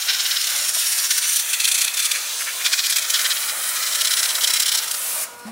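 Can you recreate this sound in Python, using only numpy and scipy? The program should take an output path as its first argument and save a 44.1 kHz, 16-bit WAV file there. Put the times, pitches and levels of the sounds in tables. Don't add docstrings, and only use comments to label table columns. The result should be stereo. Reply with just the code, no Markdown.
import sys
import numpy as np
from scipy import signal
from scipy.fft import rfft, irfft, next_fast_len
from scipy.io import wavfile
from scipy.ndimage import uniform_filter1d

SR = 44100
rng = np.random.default_rng(int(sys.argv[2]) if len(sys.argv) > 2 else 0)


def nominal_scale(level):
    x = np.asarray(level, float) / 20
    return 10 ** x


def master_out(mix):
    frames = np.transpose(np.atleast_2d(mix))
    ceiling = np.clip(frames, -1, 1)
    pcm = np.round(ceiling * 32767).astype(np.int16)
    wavfile.write(sys.argv[1], SR, pcm)


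N = 242991
T = np.arange(N) / SR

# (frequency [Hz], density [dB per Hz])
SPRAY_COLOUR = [(35, -38), (100, -39.5), (200, -32), (360, -24), (490, -20.5), (800, -16.5), (1200, -10),
                (1400, -4.5), (2600, -4.5), (4000, -2.5), (6000, -1.5), (9400, 0), (13000, -6),
                (15800, -5.5)]
# (frequency [Hz], free jet [0-1], splash [0-1])
COHERENCE = [(60, .8, 0.8), (300, 0.46, 1), (1400, 0.82, 1), (3160, 0.89, 0.95), (6700, 0.73, 0.77),
             (10900, 0.45, 0.24), (14900, 0.26, 0.32)]
# (drum to, panel from, panel to, body from, body to, sizzle from [Hz])
RANGE_CORNERS = (1000, 1450, 2400, 3300, 5000, 9000)
# (from [Hz], to [Hz])
RANGE_BANDS = ((250, 900), (1250, 2800), (2800, 7000), (7000, 16000))
# (time [s], steam flow as hiss level [dB], extra roar near the metal [dB])
LANCE_MOTION = [(0, -30.5, 2), (.3, -28, 3.5), (1.0, -25.5, -1.5), (1.2, -26, 0.3), (1.5, -28.5, -2),
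                (1.8, -30, 1), (2.0, -29.5, -4), (2.35, -29.5, 1.5), (2.6, -31, -0.5), (3.0, -29.5, 0.5),
                (3.2, -27, -4), (3.4, -28, -1.5), (3.6, -28, -4.5), (4.0, -27.5, -1), (4.4, -28.5, -3.5),
                (4.8, -32, 2), (5.0, -27.5, -6), (5.235, -25, -8)]
# (time [s], length [ms], level change [dB])
HOLE_DIPS = [
    (.725, 28, -4.5),
    (1.085, 23, -4),
    (1.205, 15, -3.5),
    (1.58, 30, -2),
    (1.925, 30, -2.5),
    (3.07, 25, -2),
    (3.73, 16, -1),
]
# (time [s], length [ms], extra drumming [dB])
WATER_SLUGS = [
    (.55, 13, 5),
    (.77, 16, 9),
    (4.5, 18, 5.5),
]
# (first
# time [s], last time [s], level [dB], length [ms], sizzle relative to body [dB])
ONTO_RIB = [(.139, .201, -18.5, 19, -15), (.414, .472, -22.5, 7.2, 1), (.445, .561, -22.5, 7.1, 1),
            (.865, .927, -24, 17, 2.5), (.987, 1.048, -21.5, 18, -2), (1.112, 1.112, -18.5, 12, -1.5),
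            (1.537, 1.605, -18.5, 12.3, 0.5), (1.682, 1.816, -19.5, 13.7, 1.5),
            (1.719, 1.785, -19, 10.4, 3), (1.975, 1.975, -19, 10, 0), (2.028, 2.028, -23.5, 14, 3),
            (2.84, 2.84, -20.5, 14, -6), (2.903, 2.965, -20.5, 13, 5.5), (3.023, 3.023, -24, 9.1, 2.5),
            (3.149, 3.2, -18, 21.5, -6.5), (3.366, 3.491, -24.5, 21, -7), (3.87, 3.99, -24, 15, -5),
            (4.052, 4.233, -17.5, 11.5, -2), (4.354, 4.415, -20.5, 14, -2), (4.477, 4.602, -16, 9.3, .4),
            (4.663, 4.721, -17, 9.2, 0), (4.781, 4.781, -20, 14, -.4), (4.881, 4.945, -26, 7, 3.5),
            (5.395, 5.395, -52, 18, 9)]
# (first time [s], last time [s], level [dB], length [ms], sizzle relative to body [dB])
OFF_RIB = [(.262, .37, -17, 11.6, -22), (.59, .65, -23.5, 8, 0), (.692, .75, -25.5, 13, 5.5),
           (1.183, 1.183, -21, 8.9, 6), (1.243, 1.243, -22.5, 23, 0), (2.001, 2.058, -19.5, 14.5, 0.5),
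           (2.664, 2.735, -16.5, 18.5, -7), (2.866, 2.989, -20, 10.6, 1.5), (3.05, 3.05, -27, 11, -10),
           (3.105, 3.105, -20.5, 7.4, 3.5), (3.258, 3.314, -17, 15, -14), (3.64, 3.693, -31.5, 8.3, 9),
           (3.77, 3.832, -23, 12, -5), (3.955, 4.259, -18, 10, -2), (4.444, 4.751, -18, 12.8, -0.5)]
# (time [s], level [dB], length [ms], sizzle relative to body [dB], panel relative to body [dB])
LONE_EDGES = [(.021, -26, 14, -6, -18), (.095, -14, 24, -27, -11.5), (.796, -25.5, 34, 3.5, -22),
              (1.288, -28.5, 33, 10.5, -5), (1.331, -24, 17, 8, -9), (1.365, -20.5, 13, 6.5, -14),
              (1.396, -25, 19, 5, -11), (1.5, -30, 15, 9.5, -13), (1.649, -18.5, 14, -0.5, -21),
              (1.848, -19.5, 6.5, 2.5, -11), (1.88, -18.5, 6.7, -6, -10.5), (1.943, -26, 8, 4, -7),
              (2.117, -16, 6.1, 2, -11), (2.155, -29.5, 33, 0, -1.5), (2.41, -35.5, 23, 12, 7),
              (2.483, -38.5, 27, -11, 12), (2.611, -34.5, 21, -4, 1), (2.79, -16.5, 16, -12, -10),
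              (4.299, -19, 22, -5.5, -16), (4.385, -25, 8.7, -7, -2), (4.835, -28.5, 23, 4.5, -3.5),
              (4.914, -25, 6.5, 4, -14)]
# (from time [s], tones (frequency [Hz], level [dB]))
HOLLOWS = [
    (0, [(4050, 0.5), (4700, -7), (5490, 1.5), (7870, -2.5), (14400, 2)]),
    (.6, [(5580, 5.5), (7000, 2), (8110, -3.5), (8820, 2.5), (11250, 4.5), (12500, -9), (14300, 3)]),
    (1.15, [(5040, -6), (5980, 6), (8000, -10), (9050, 4), (10300, 2), (10910, -13)]),
    (1.45, [(2200, 2), (2550, 6), (2960, -1.5), (3430, 4.5), (4180, 2.5), (5150, -10), (6060, 1.5), (10660, 3)]),
    (2.25, [(6160, 3.5), (12680, -6), (14600, 2)]),
    (2.62, [(2450, 3.5), (2830, -3.5), (3360, 3.5), (4000, 2.5), (5650, 2), (15010, 2)]),
    (3.1, [(2680, -4), (3100, 2), (4020, 2.5), (4570, -1.5), (9900, 1), (11050, 2.5), (12800, 1), (15400, 2)]),
    (3.85, [(2660, -3), (3100, 2), (3990, 3), (4610, -2), (5500, 3), (6650, -2), (10400, 2.5), (12800, 3), (15400, 3)]),
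    (4.85, [(10420, 2), (12610, 1.5)]),
]
# (panel under jet [dB], panel under splash [dB], left minus right [dB],
# drumming [dB], air at the top [dB])
PANEL_RESPONSE = [(-5.5, -14, 1.4, 0.5, 0), (-8, -11, .7, 0, .3), (-10, -7.5, -0.3, -0.5, 1),
                  (-5.5, -11.5, -0.5, -2, 0.5), (-9, -9, -.2, 1.7, -1), (-7, -8, .3, -1, 1.5),
                  (-4.5, -8.5, .5, 0.7, 1), (-5, -11, -0.3, -0.5, 1), (-11, -7.5, -.9, 0.5, -1.2)]
# (time [s], frequency [Hz], level [dB], decay time T60 [s])
PANEL_BOOM = (5.453, 220, -30, .8)
# (frequency [Hz], level [dB rms])
PUMP_LINES = [(240, -63), (480.5, -52), (960.3, -47), (1201, -57), (1441, -47.5), (2643, -65), (4199, -62),
              (5283, -61), (5522, -62)]

TOP_HZ = 15860
SPIN_HZ = 16.3
LONE_LEAN = 0.092


def walk(rate):
    hold = int(SR / rate)
    steps = np.repeat(rng.standard_normal(N // hold + 1), hold)
    level = uniform_filter1d(uniform_filter1d(steps, hold), hold)[:N]
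    return level / level.std()


def bell(centre_s, length_ms):
    return np.exp(-.5 * ((T - centre_s) / (length_ms / 2355)) ** 2)


def place_index():
    return np.searchsorted([start for start, _ in HOLLOWS], T, side="right") - 1


def at_place(column, glide_s=.2):
    held = np.asarray(column, float)[place_index()]
    return uniform_filter1d(held, int(glide_s * SR), mode="nearest")


def free_jet():
    _, flow, near = (np.interp(T, np.transpose(LANCE_MOTION)[0], c) for c in np.transpose(LANCE_MOTION))
    panel, _, pan, drum, air = (at_place(c) for c in np.transpose(PANEL_RESPONSE))
    drum = drum - 50.5 + 0.69 * T + 1.5 * walk(11)
    drum = drum + sum(db * bell(s, ms) for s, ms, db in WATER_SLUGS)
    db = np.array([drum, flow + panel + 0.23 * near, flow + near, flow])

    release_s, fall_s, release_pan_db = 5.239, 0.02, -2
    drop_db, dribble_db_per_s = (1, -9, -8.5, -19), (-36, -26, -45, -32)
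    after = np.maximum(T - release_s, 0)
    shut = 1 - np.exp(-after / fall_s)
    db = db + np.outer(drop_db, shut) + np.outer(dribble_db_per_s, after)

    shake_db, shake_after_s, shake_s = (14, 9.2, 7.5, 5), 0.028, 0.021
    shake = np.exp(-.5 * ((T - PANEL_BOOM[0] - shake_after_s) / shake_s) ** 2)
    db = db + np.outer(shake_db, shake) + 0.19 * walk(21.87)
    db[1:] += sum(dip_db * bell(s, ms) for s, ms, dip_db in HOLE_DIPS)
    return db, pan + release_pan_db * shut * (1 - shake), air


def strikes():
    panel, rows = at_place(np.transpose(PANEL_RESPONSE)[1]), []
    scatter_db, scatter_length = .4, .06
    for table, lean in ((ONTO_RIB, 0.31), (OFF_RIB, -0.16)):
        for first, last, db, ms, sizzle_db in table:
            turns = round((last - first) * SPIN_HZ) + 1
            for s in np.linspace(first, last, turns):
                a, b = rng.standard_normal(2)
                length_ms = ms * np.exp(scatter_length * b)
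                rows.append((s, db + scatter_db * a, length_ms, panel[int(s * SR)], sizzle_db, lean))
    for s, db, ms, sizzle_db, panel_db in LONE_EDGES:
        rows.append((s, db, ms, panel_db, sizzle_db, LONE_LEAN))
    return rows


def splash_power():
    power = np.zeros((3, N))
    for s, db, ms, panel_db, sizzle_db, lean in strikes():
        near = slice(max(int((s - .06) * SR), 0), int((s + .08) * SR))
        spread_s = ms / 2355
        u = (T[near] - s + .5 * lean * spread_s) / spread_s
        side = 1 + np.clip(lean + 0.092, -.8, .8) * np.sign(u)
        level_db = db + np.array([[panel_db], [0], [sizzle_db]])
        power[:, near] += np.exp(-.5 * (u / side) ** 2) * nominal_scale(2 * level_db)
    return power


def spray():
    jet_db, pan, air = free_jet()
    splash_db = 10 * np.log10(splash_power() + 1e-9) + 1.56 * walk(450)
    splash_db = np.vstack([splash_db[0] - 27.5, splash_db])

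    size = next_fast_len(N)
    hz = np.arange(size // 2 + 1) * SR / size + 1e-3
    colour_hz, colour_db = np.transpose(SPRAY_COLOUR)
    colour = nominal_scale(np.interp(np.log(hz), np.log(colour_hz), colour_db))
    lag = 1.11
    noise = rfft(rng.standard_normal((3, size))) * colour
    noise = np.vstack([noise, noise[0] * np.exp(-2j * np.pi * hz * lag / SR)])
    unit_db = [-10 * np.log10(np.sum(colour[(hz > a) & (hz < b)] ** 2) * 2 / size) for a, b in RANGE_BANDS]

    coherence_hz, *coherence = np.transpose(COHERENCE)
    out, step = 0, np.log(2) / 2
    for centre in 18900 / np.exp(step * np.arange(16)):
        window = np.cos(np.pi / 2 * np.clip(np.log(hz / centre) / step, -1, 1)) ** 2
        part = irfft(noise * window, size)[:, :N]
        weight = np.array([np.interp(np.log(centre), np.log(RANGE_CORNERS), row[[0, 1, 1, 2, 2, 3]])
                           for row in np.eye(4)])
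        height = (centre / TOP_HZ) ** 2
        base_db = weight @ unit_db
        jet = nominal_scale(2 * (weight @ jet_db + base_db + air * height + 1.37 * walk(14)))
        splash = nominal_scale(2 * (weight @ splash_db + base_db - 8 * height + 1.17 * walk(60)))
        like = [np.clip(np.interp(np.log(centre), np.log(coherence_hz), c), 0, 1) for c in coherence]
        shared = part[[0, 3]] * np.sqrt(like[0] * jet + like[1] * splash)
        own = part[1:3] * np.sqrt((1 - like[0]) * jet + (1 - like[1]) * splash)
        in_phase = np.cos(np.pi * min(centre, TOP_HZ) * lag / SR) ** 2
        summed = np.mean(like) * in_phase + (1 - np.mean(like)) / 2
        lean_db = pan - 3.5 * height
        out = out + (shared + own) * nominal_scale(np.array([lean_db, -lean_db]) / 2) / np.sqrt(summed)
    return out


def hollows(x, glide_s=0.25):
    size = next_fast_len(N)
    hz = np.arange(size // 2 + 1) * SR / size
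    spectrum, out, place = rfft(x, size), 0, place_index()
    for k, (_, tones) in enumerate(HOLLOWS):
        db = 0
        for f, tone_db in tones:
            width_hz = 250 + .022 * f
            db = db + np.clip(tone_db, -4, 6) * np.exp(-4 * np.log(2) * ((hz - f) / width_hz) ** 2)
        here = uniform_filter1d(1. * (place == k), int(glide_s * SR), mode="nearest")
        out = out + here * irfft(spectrum * nominal_scale(db), size)[:, :N]
    depth = np.clip(1.47 + 0.17 * walk(8.3), 0, 1.7)
    return x + depth * (out - x)


def echo(x, ms):
    return np.interp(np.arange(N) - ms * SR / 1000, np.arange(N), x)


def bonnet(x):
    out, echo_gain = x, .16
    for ms, sign in zip(rng.uniform(0.79, 4, 3), (1, -1, 1)):
        path_ms = ms * (1 + 0.0808 * walk(3))
        out = out + sign * echo_gain * np.array([echo(channel, path_ms) for channel in x])
    return out


def boom():
    s, hz, db, t60 = PANEL_BOOM
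    u = np.maximum(T - s, 0)
    rise = 1 - np.exp(-u / .0015)
    decay = np.exp(-np.log(1000) * u / t60)
    return nominal_scale(db) * rise * decay * np.sin(2 * np.pi * hz * u + .3 * walk(60))


def pump():
    lines = 0
    for hz, db in PUMP_LINES:
        tone = np.sqrt(2) * np.sin(2 * np.pi * (hz * T + rng.random()))
        lines = lines + nominal_scale(db + 2.2 * walk(25)) * tone
    rumble_db, rumble_hz = -58.5, (90, 385)
    band = signal.butter(2, rumble_hz, "bandpass", fs=SR, output="sos")
    rumble = signal.sosfilt(band, rng.standard_normal(N))
    opens_s, creep_db_per_s, open_db_per_s, duck_db_per_s = 4.914, 1.5, 26.5, -250
    gain_db = -19.5 + creep_db_per_s * T + open_db_per_s * np.maximum(T - opens_s, 0)
    duck = nominal_scale(duck_db_per_s * np.maximum(T - PANEL_BOOM[0], 0))
    return (lines * duck + nominal_scale(rumble_db) * rumble / rumble.std()) * nominal_scale(gain_db)


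def scene():
    return bonnet(hollows(spray())) + pump() + boom()


def band_limit(x):
    return signal.sosfilt(signal.butter(12, 16740, fs=SR, output="sos"), x)


def record(dry, ceiling=0.76):
    size = next_fast_len(N + SR // 4)
    hz = np.arange(size // 2 + 1) * SR / size
    passed = np.clip((TOP_HZ - hz) / 120, 0, 1) * hz / np.hypot(hz, 45)
    soft = dry / (1 + (dry / ceiling) ** 6) ** (1 / 6)
    mix = irfft(rfft(soft, size) * passed, size)[:, :N]
    return band_limit(mix)


dry = scene()
out = record(dry)
master_out(out)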